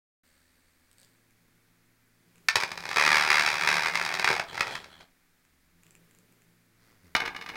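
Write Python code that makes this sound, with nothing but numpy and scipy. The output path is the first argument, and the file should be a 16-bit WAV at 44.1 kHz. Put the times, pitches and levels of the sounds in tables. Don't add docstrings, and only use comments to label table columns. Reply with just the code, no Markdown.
import sys
import numpy as np
from scipy import signal
from scipy.fft import rfft, irfft
from scipy.io import wavfile
from scipy.ndimage import uniform_filter1d

SR = 44100
rng = np.random.default_rng(int(sys.argv[2]) if len(sys.argv) > 2 else 0)


def transcribe(signal):
    frames = np.atleast_2d(signal).T
    limited = np.clip(frames, -1, 1)
    pcm = np.round(limited * 32767).astype(np.int16)
    wavfile.write(sys.argv[1], SR, pcm)


N = 333396
TIME = np.arange(N) / SR
TAPS = 4096
HIT_TIME, HIT_HZ = np.arange(TAPS) / SR, np.fft.rfftfreq(TAPS, 1 / SR)

MIC_ON_S, LET_GO_S, WEDGED_S, NUDGED_S, GRABBED_S, PICKED_UP_S = 0.233, 1.1, 2.97, 3.81, 4.295, 5.04

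# f/Hz, level/dB
ROOM_TONE_EQ = [(25, 1.5), (50, -12.5), (130, -12), (250, -10), (400, -17.5), (620, -18), (1020, -18),
                (1600, -13.5), (2200, -13.5), (2900, -22), (4500, -21), (6000, -23.5), (15500, -24.5)]
# f/Hz, level/dB
RECORDER_WHINE_PARTIALS = [(172.3, -90), (258.4, -80.5), (344.5, -87.5)]
# from t/s, f/Hz, level/dB
# the brief loud row near 7.04 s is a low thump as the toy tips over
MOTOR_CUES = [(0, 79, -74.5), (0.92, 114, -72.5), (2.485, 75.25, -66.5), (3.829, 79, -69), (5.04, 88, -83),
              (5.5, 71, -72), (5.8, 113, -70.5), (7.035, 65, -58), (7.085, 79, -68)]
HUM_HARMONICS = [3, -4.5, -7, -10, -19]
WHIR_FADER = [(0.25, -83), (0.96, -90.5), (0.99, -79), (1.25, -94)]  # t/s, level/dB
WHIR_EQ = [(300, -27), (545, 7), (700, -15), (1050, -13), (1700, 3.5), (2300, -5), (3100, -9), (3900, -3),
           (4200, -5), (4500, 3), (5300, -13), (7600, -7), (8400, 1), (9800, -14), (16000, -14)]
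DRUM_FADER = [(0.88, -92), (1.05, -70), (1.25, -78), (1.65, -73), (2.0, -83.5), (2.25, -69.5),
              (2.65, -57.5), (3.75, -50.5), (4.9, -66.5), (5.25, -79.5), (5.7, -88), (5.86, -64),
              (6.5, -69), (6.75, -82.5), (7.12, -67), (7.56, -58)]
DRUM_EQ = [(40, -15.5), (130, -18.5), (150, -12.5), (172, 11.5), (200, -16), (280, -11.5), (420, -10.5),
           (700, -22), (2000, -22.5), (5000, -29)]
# t/s, count, gap/s, level/dB
TICK_RUNS = [(0.914, 2, 0.016, -50), (0.9833, 5, 0.016, -46.5), (1.308, 1, 0, -52.5),
             (2.3574, 2, 0.024, -49.5), (5.4512, 1, 0.0061, -52), (5.8342, 2, 0.032, -46.5),
             (5.908, 2, 0.0442, -42.5), (6.111, 3, 0.038, -49), (6.324, 2, 0.096, -50)]
# f/Hz, t60/s
ROOM_DECAY = [(250, 0.16), (660, 0.34), (1740, 0.21), (4600, 0.18), (12000, 0.12)]
# t/s, level/dB, bass/dB, treble/dB
CRASH_KNOCKS = [(2.4854, -15.5, -21, 5.5), (2.5561, -16, 3.5, 12), (2.5658, -22, 9.5, 3.5),
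                (2.6015, -28, -9, 7.5), (2.6341, -23.5, 5, 5), (2.7163, -31, 6, 6.5),
                (2.7752, -32.5, 4.5, 7.5), (2.8043, -38.5, 3.5, 9), (2.8537, -31, 4.5, 2),
                (2.8896, -31, 7.5, 9.5), (2.9125, -28, -2.5, -1.5), (2.9601, -23.5, -1.5, 2),
                (3.4621, -20, -7, 3.5), (3.6098, -24.5, -7.5, 2.5), (3.8585, -21.5, -3.5, -4),
                (3.9542, -20.5, -7.5, 1.5), (4.1951, -24, 2.5, 4.5), (4.2439, -18.5, 0.5, 0.5),
                (4.2754, -17.5, -10, -6), (4.302, -20.5, 14, -1), (4.3962, -23, 5.5, -2.5),
                (4.577, -28, -2, -6), (4.607, -18.5, 0, 0.5), (4.753, -31, -4, 2), (4.8422, -43.5, -6, 6.5),
                (5.0074, -48.5, 13, 6)]
KEYBOARD_EQ = [(40, -37.5), (90, -19.5), (280, -20.5), (620, -13), (800, -9.5), (1400, -6), (2550, -5.5),
               (2800, -15), (4700, -17), (6500, -20), (7500, -26.5), (11000, -31), (15500, -38.5)]
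KEYBOARD_PEAKS = [(171, 5.9, 9), (400, 56, 7), (800, 80, 2), (928, 80, 4.3), (1250, 130, 1.4),
                  (1750, 190, 2.5), (2193, 140, 2.6), (2430, 80, 3.2), (3365, 52, 8.7), (3906, 210, 5.7),
                  (4780, 420, 6.6), (5400, 350, 5.3), (8800, 940, 4.3)]
# t/s, level/dB, f/Hz, t60/s
CASE_PING = [(2.4853, -20.5, 1796, 0.13)]
# t/s, opening level/dB, fade/(dB/s)
KEYBOARD_ROLLS = [(2.572, -31, 109), (2.745, -37.5, 69.5), (2.86, -35.5, 9.5), (2.965, -19.5, 0),
                  (3.11, -17, 42.5), (3.295, -18.5, 14), (3.403, -23.5, -6.5), (3.455, -21, 53.5),
                  (3.603, -22, 83.5), (3.669, -18, 67.5), (3.865, -30, 47), (3.972, -26.5, 87),
                  (4.048, -28, 21), (4.283, -22.5, 55.5), (4.41, -41, 186.5), (4.52, -35, 9),
                  (4.76, -49, 99)]
GRIP_FADER = [(4.48, -46), (4.58, -55), (4.75, -42.5), (4.87, -63), (4.93, -56), (4.98, -61), (5.02, -56.5),
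              (5.12, -92)]
GRIP_EQ = [(100, -4.5), (900, -2.5), (1700, 0.5), (2800, -11), (3100, 0), (3350, 2), (3650, -10),
           (4100, -1.5), (5000, -17.5), (7500, -18), (16000, -33)]
SWEEP_FADER = [(6.7, -89), (6.83, -70), (6.91, -67.5), (7.0, -75.5), (7.08, -67.5), (7.15, -81)]  # t/s, level/dB
SWEEP_EQ = [(300, 2), (900, -7.5), (2000, -0.5), (3000, -15), (4700, -7.5), (7500, -17), (16000, -18)]  # f/Hz, level/dB
# t/s, level/dB, hardness/dB
FALL_BOUNCES = [(7.1503, -18, 6), (7.1633, -27, 16), (7.2021, -27, 9), (7.2179, -30, -2), (7.2525, -34, 6),
                (7.2588, -31.5, 8), (7.2763, -29.5, 3), (7.347, -37.5, 0), (7.363, -35, 10.5),
                (7.4112, -38.5, 10), (7.4215, -40.5, 11), (7.4613, -38.5, 9), (7.4886, -37, 12),
                (7.4965, -38, 4), (7.537, -44, -4), (7.555, -37.5, 7)]
DESK_EQ = [(40, -15.5), (130, -13.5), (280, -10), (600, -16), (800, -6.5), (1500, -17), (2500, -11.5),
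           (2850, -22), (4700, -24), (6500, -30.5), (7500, -38.5), (11000, -39.5), (15500, -46.5)]
DESK_PEAKS = [(459, 55, 7.5), (890, 38, 6.5), (1209, 37, 8.2), (1630, 490, 11.1), (2177, 170, 10.8),
              (2910, 200, 11.8), (3670, 240, 6.9), (4150, 140, 2.5), (5260, 390, 4.6)]
# t/s, opening level/dB, fade/(dB/s)
DESK_ROLLS = [(7.21, -40, 70), (7.35, -49, -9)]


def amp(db):
    return 10 ** (np.asarray(db) / 20)


def unit_rms(x):
    return x / np.sqrt(np.mean(x ** 2) + 1e-20)


def curve(points, hz):
    f, value = np.transpose(points)
    return np.interp(np.log(hz + 1), np.log(f + 1), value)


def fader(rows):
    return uniform_filter1d(amp(np.interp(TIME, *np.transpose(rows), -np.inf, -np.inf)), 800)


def noise(eq):
    gain = amp(curve(eq, np.fft.rfftfreq(N, 1 / SR)))
    return unit_rms(irfft(rfft(rng.standard_normal(N)) * gain, N))


def background(tone_db):
    whine = sum(amp(db) * np.sqrt(2) * np.sin(2 * np.pi * hz * TIME)
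                for hz, db in RECORDER_WHINE_PARTIALS)
    return amp(tone_db) * noise(ROOM_TONE_EQ) + whine


def motor_cue():
    start, hz, db = np.transpose(MOTOR_CUES)
    now = np.searchsorted(start[1:], TIME)
    return hz[now], db[now]


def motor_speed(glide_s=0.17):
    return uniform_filter1d(motor_cue()[0], round(glide_s * SR))


def motor_angle(waver):
    wander = unit_rms(uniform_filter1d(uniform_filter1d(rng.standard_normal(N), 1500), 1500))
    return 2 * np.pi * np.cumsum(motor_speed() * (1 + waver * wander)) / SR


def motor_hum(angle, gain_db):
    hum = sum(amp(db) * np.sin(k * angle + 2 * np.pi * rng.random())
              for k, db in enumerate(HUM_HARMONICS, 1))
    return unit_rms(hum) * uniform_filter1d(amp(gain_db + motor_cue()[1]), 800)


def friction(angle, whir_db, sweep_db, grip_db):
    throb = unit_rms(np.exp(0.62 * np.cos(angle)))
    whir = amp(whir_db) * noise(WHIR_EQ) * fader(WHIR_FADER)
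    sweep = amp(sweep_db) * noise(SWEEP_EQ) * fader(SWEEP_FADER)
    grip = amp(grip_db) * noise(GRIP_EQ) * fader(GRIP_FADER)
    return throb * (whir + sweep + grip)


def bristle_drumming(gain_db):
    return amp(gain_db) * noise(DRUM_EQ) * fader(DRUM_FADER)


def metal_ticks(gain_db, lower_db, decay_s, width_hz, click_db):
    out = np.zeros(N)
    for s, count, gap_s, db in TICK_RUNS:
        lower_hz, upper_hz = (4600, 8100) if s < LET_GO_S else (2330, 7420)
        lower = amp(lower_db) / (1 + 4j * (HIT_HZ - lower_hz) / width_hz)
        upper = 1 / (1 + 2j * (HIT_HZ - upper_hz) / width_hz)
        for k in range(round(count)):
            snap = rng.standard_normal(TAPS) * np.exp(-HIT_TIME / decay_s)
            tick = irfft(rfft(snap) * (lower + upper + amp(click_db)))
            add(out, s + k * gap_s, amp(db + gain_db) * tick / abs(tick).max())
    return out


def add(mix, s, sound):
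    part = mix[round(s * SR):][:len(sound)]
    part += sound[:len(part)]


def room(x, early_db, tail_db):
    t = np.arange(SR // 2) / SR
    echoes = rng.standard_normal((2, len(t))) * (rng.random((2, len(t))) < .12)
    early = echoes[0] * np.exp(-t / .012) * (t > .003)
    early *= amp(early_db) / np.linalg.norm(early)
    hz, when, bands = signal.stft(echoes[1] * (t > .008), SR, nperseg=256)
    decay = amp(-60 * when / curve(ROOM_DECAY, hz)[:, None])
    tail = signal.istft(bands * decay, SR, nperseg=256)[1][:len(t)]
    return x + signal.fftconvolve(x, early + amp(tail_db) * tail / np.linalg.norm(tail))[:N]


def contact(grit, burst_s, chatter, chatter_s, soft_hz):
    spectrum = rfft(grit * (1 - np.exp(-HIT_TIME / .0003)) * np.exp(-(HIT_TIME / burst_s) ** 4))
    burst = irfft(spectrum / np.sqrt(uniform_filter1d(abs(spectrum) ** 2, size=70) + 1e-9))
    burst *= np.sqrt(.7 * SR * burst_s) * (HIT_TIME < 2 * burst_s)
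    pole = np.exp(-2 * np.pi * soft_hz / SR)
    dull_grit = signal.lfilter([1 - pole], [1, -pole], grit)
    return burst + chatter * np.exp(-HIT_TIME / chatter_s) * dull_grit


def body_response(db):
    log_gain = np.log(amp(np.r_[db, db[-2:0:-1]]))
    return np.exp(np.conj(signal.hilbert(log_gain)))[:len(db)]


def rattle(knocks, rolls, stop_s, eq, peaks, gain_db, alike, scatter_db, jitter_s, **attack):
    out = np.zeros(N)
    colour = curve(eq, HIT_HZ) + sum(db / (1 + (2 * (HIT_HZ - f) / width) ** 2) for f, width, db in peaks)
    low_shelf = curve([(520, 0.88), (1300, 0.12)], HIT_HZ)
    high_shelf = curve([(2400, 0.21), (3800, 0.91)], HIT_HZ)
    starts = [row[0] for row in rolls]
    spots, fresh = rng.standard_normal((20, TAPS)), rng.standard_normal((250, TAPS))
    hits = [*knocks, *hammering(rolls, stop_s, scatter_db, jitter_s)]
    for k, (s, db, bass_db, treble_db) in enumerate(hits):
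        if k >= len(knocks) and any(abs(s - knock[0]) < .007 for knock in knocks):
            continue
        grit = alike * spots[np.searchsorted(starts, s)] + np.sqrt(1 - alike ** 2) * fresh[k]
        body = body_response(colour + bass_db * low_shelf + treble_db * high_shelf)
        strike = irfft(rfft(contact(grit, **attack)) * body)
        attack_rms = np.sqrt(np.mean(strike[:SR // 180] ** 2))
        add(out, s, amp(db + gain_db) * strike / attack_rms)
    return out


def case_ping():
    out, t = np.zeros(N), np.arange(SR // 4) / SR
    for s, db, hz, t60 in CASE_PING:
        add(out, s, amp(db - 60 * t / t60) * np.sin(2 * np.pi * hz * t))
    return out


def hammering(rolls, stop_s, scatter_db, jitter_s, rocking_db=0.5, tone_scatter_db=1.97):
    turns = np.cumsum(motor_speed()) / SR
    turns -= np.interp(WEDGED_S, TIME, turns)
    when = TIME[1:][np.diff(np.floor(turns)) > 0]
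    start, first_db, fade = np.transpose(rolls)
    when = when[(when > start[0]) & (when < stop_s)]
    roll = np.searchsorted(start, when) - 1
    slip = np.where((when > WEDGED_S - jitter_s) & (when < NUDGED_S), 0.35, 1)
    uneven, late, thud, tick = rng.standard_normal((400, 4))[:len(when)].T
    rocking = rocking_db * np.cos(np.pi * np.arange(len(when)))
    db = first_db[roll] - fade[roll] * (when - start[roll]) + slip * (rocking + scatter_db * uneven)
    lightness_db = -21.5 - db
    pressed = (when > GRABBED_S) & (when < PICKED_UP_S)
    bass_db = -4 + 0.51 * lightness_db + 8 * pressed + tone_scatter_db * thud
    treble_db = 0.18 * lightness_db + tone_scatter_db * slip * tick
    return np.transpose([when + jitter_s * slip * late, db, bass_db, treble_db])


def bounces():
    return [(s, db, -2.5 - 0.92 * hardness, hardness) for s, db, hardness in FALL_BOUNCES]


def scene():
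    keyboard = rattle(CRASH_KNOCKS, KEYBOARD_ROLLS, PICKED_UP_S, KEYBOARD_EQ, KEYBOARD_PEAKS,
                      gain_db=0.17, alike=0.63, scatter_db=3.5, jitter_s=0.0014,
                      burst_s=0.004, chatter=0.72, chatter_s=0.0095, soft_hz=3880)
    desk = rattle(bounces(), DESK_ROLLS, N / SR, DESK_EQ, DESK_PEAKS,
                  gain_db=0.9, alike=0.25, scatter_db=1.5, jitter_s=0.0015,
                  burst_s=0.0065, chatter=0.52, chatter_s=0.009, soft_hz=2600)
    ticks = metal_ticks(gain_db=1.5, lower_db=2.5, decay_s=0.0009, width_hz=1450, click_db=-18.5)
    hits = room(ticks + keyboard + desk, early_db=-17, tail_db=-9) + case_ping()
    angle = motor_angle(waver=0.0033)
    buzz = motor_hum(angle, gain_db=-1)
    buzz += friction(angle, whir_db=13, sweep_db=4, grip_db=2.5)
    buzz += bristle_drumming(gain_db=1)
    return (hits + buzz + background(tone_db=-68))[None]


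def record(dry):
    opened = dry * np.clip((TIME - MIC_ON_S) / 0.0035, 0, 1)
    high_cut = signal.firwin(511, 16000, window=("kaiser", 9), fs=SR)
    return signal.oaconvolve(opened, high_cut[None], "same")


dry = scene()
out = record(dry)
transcribe(out)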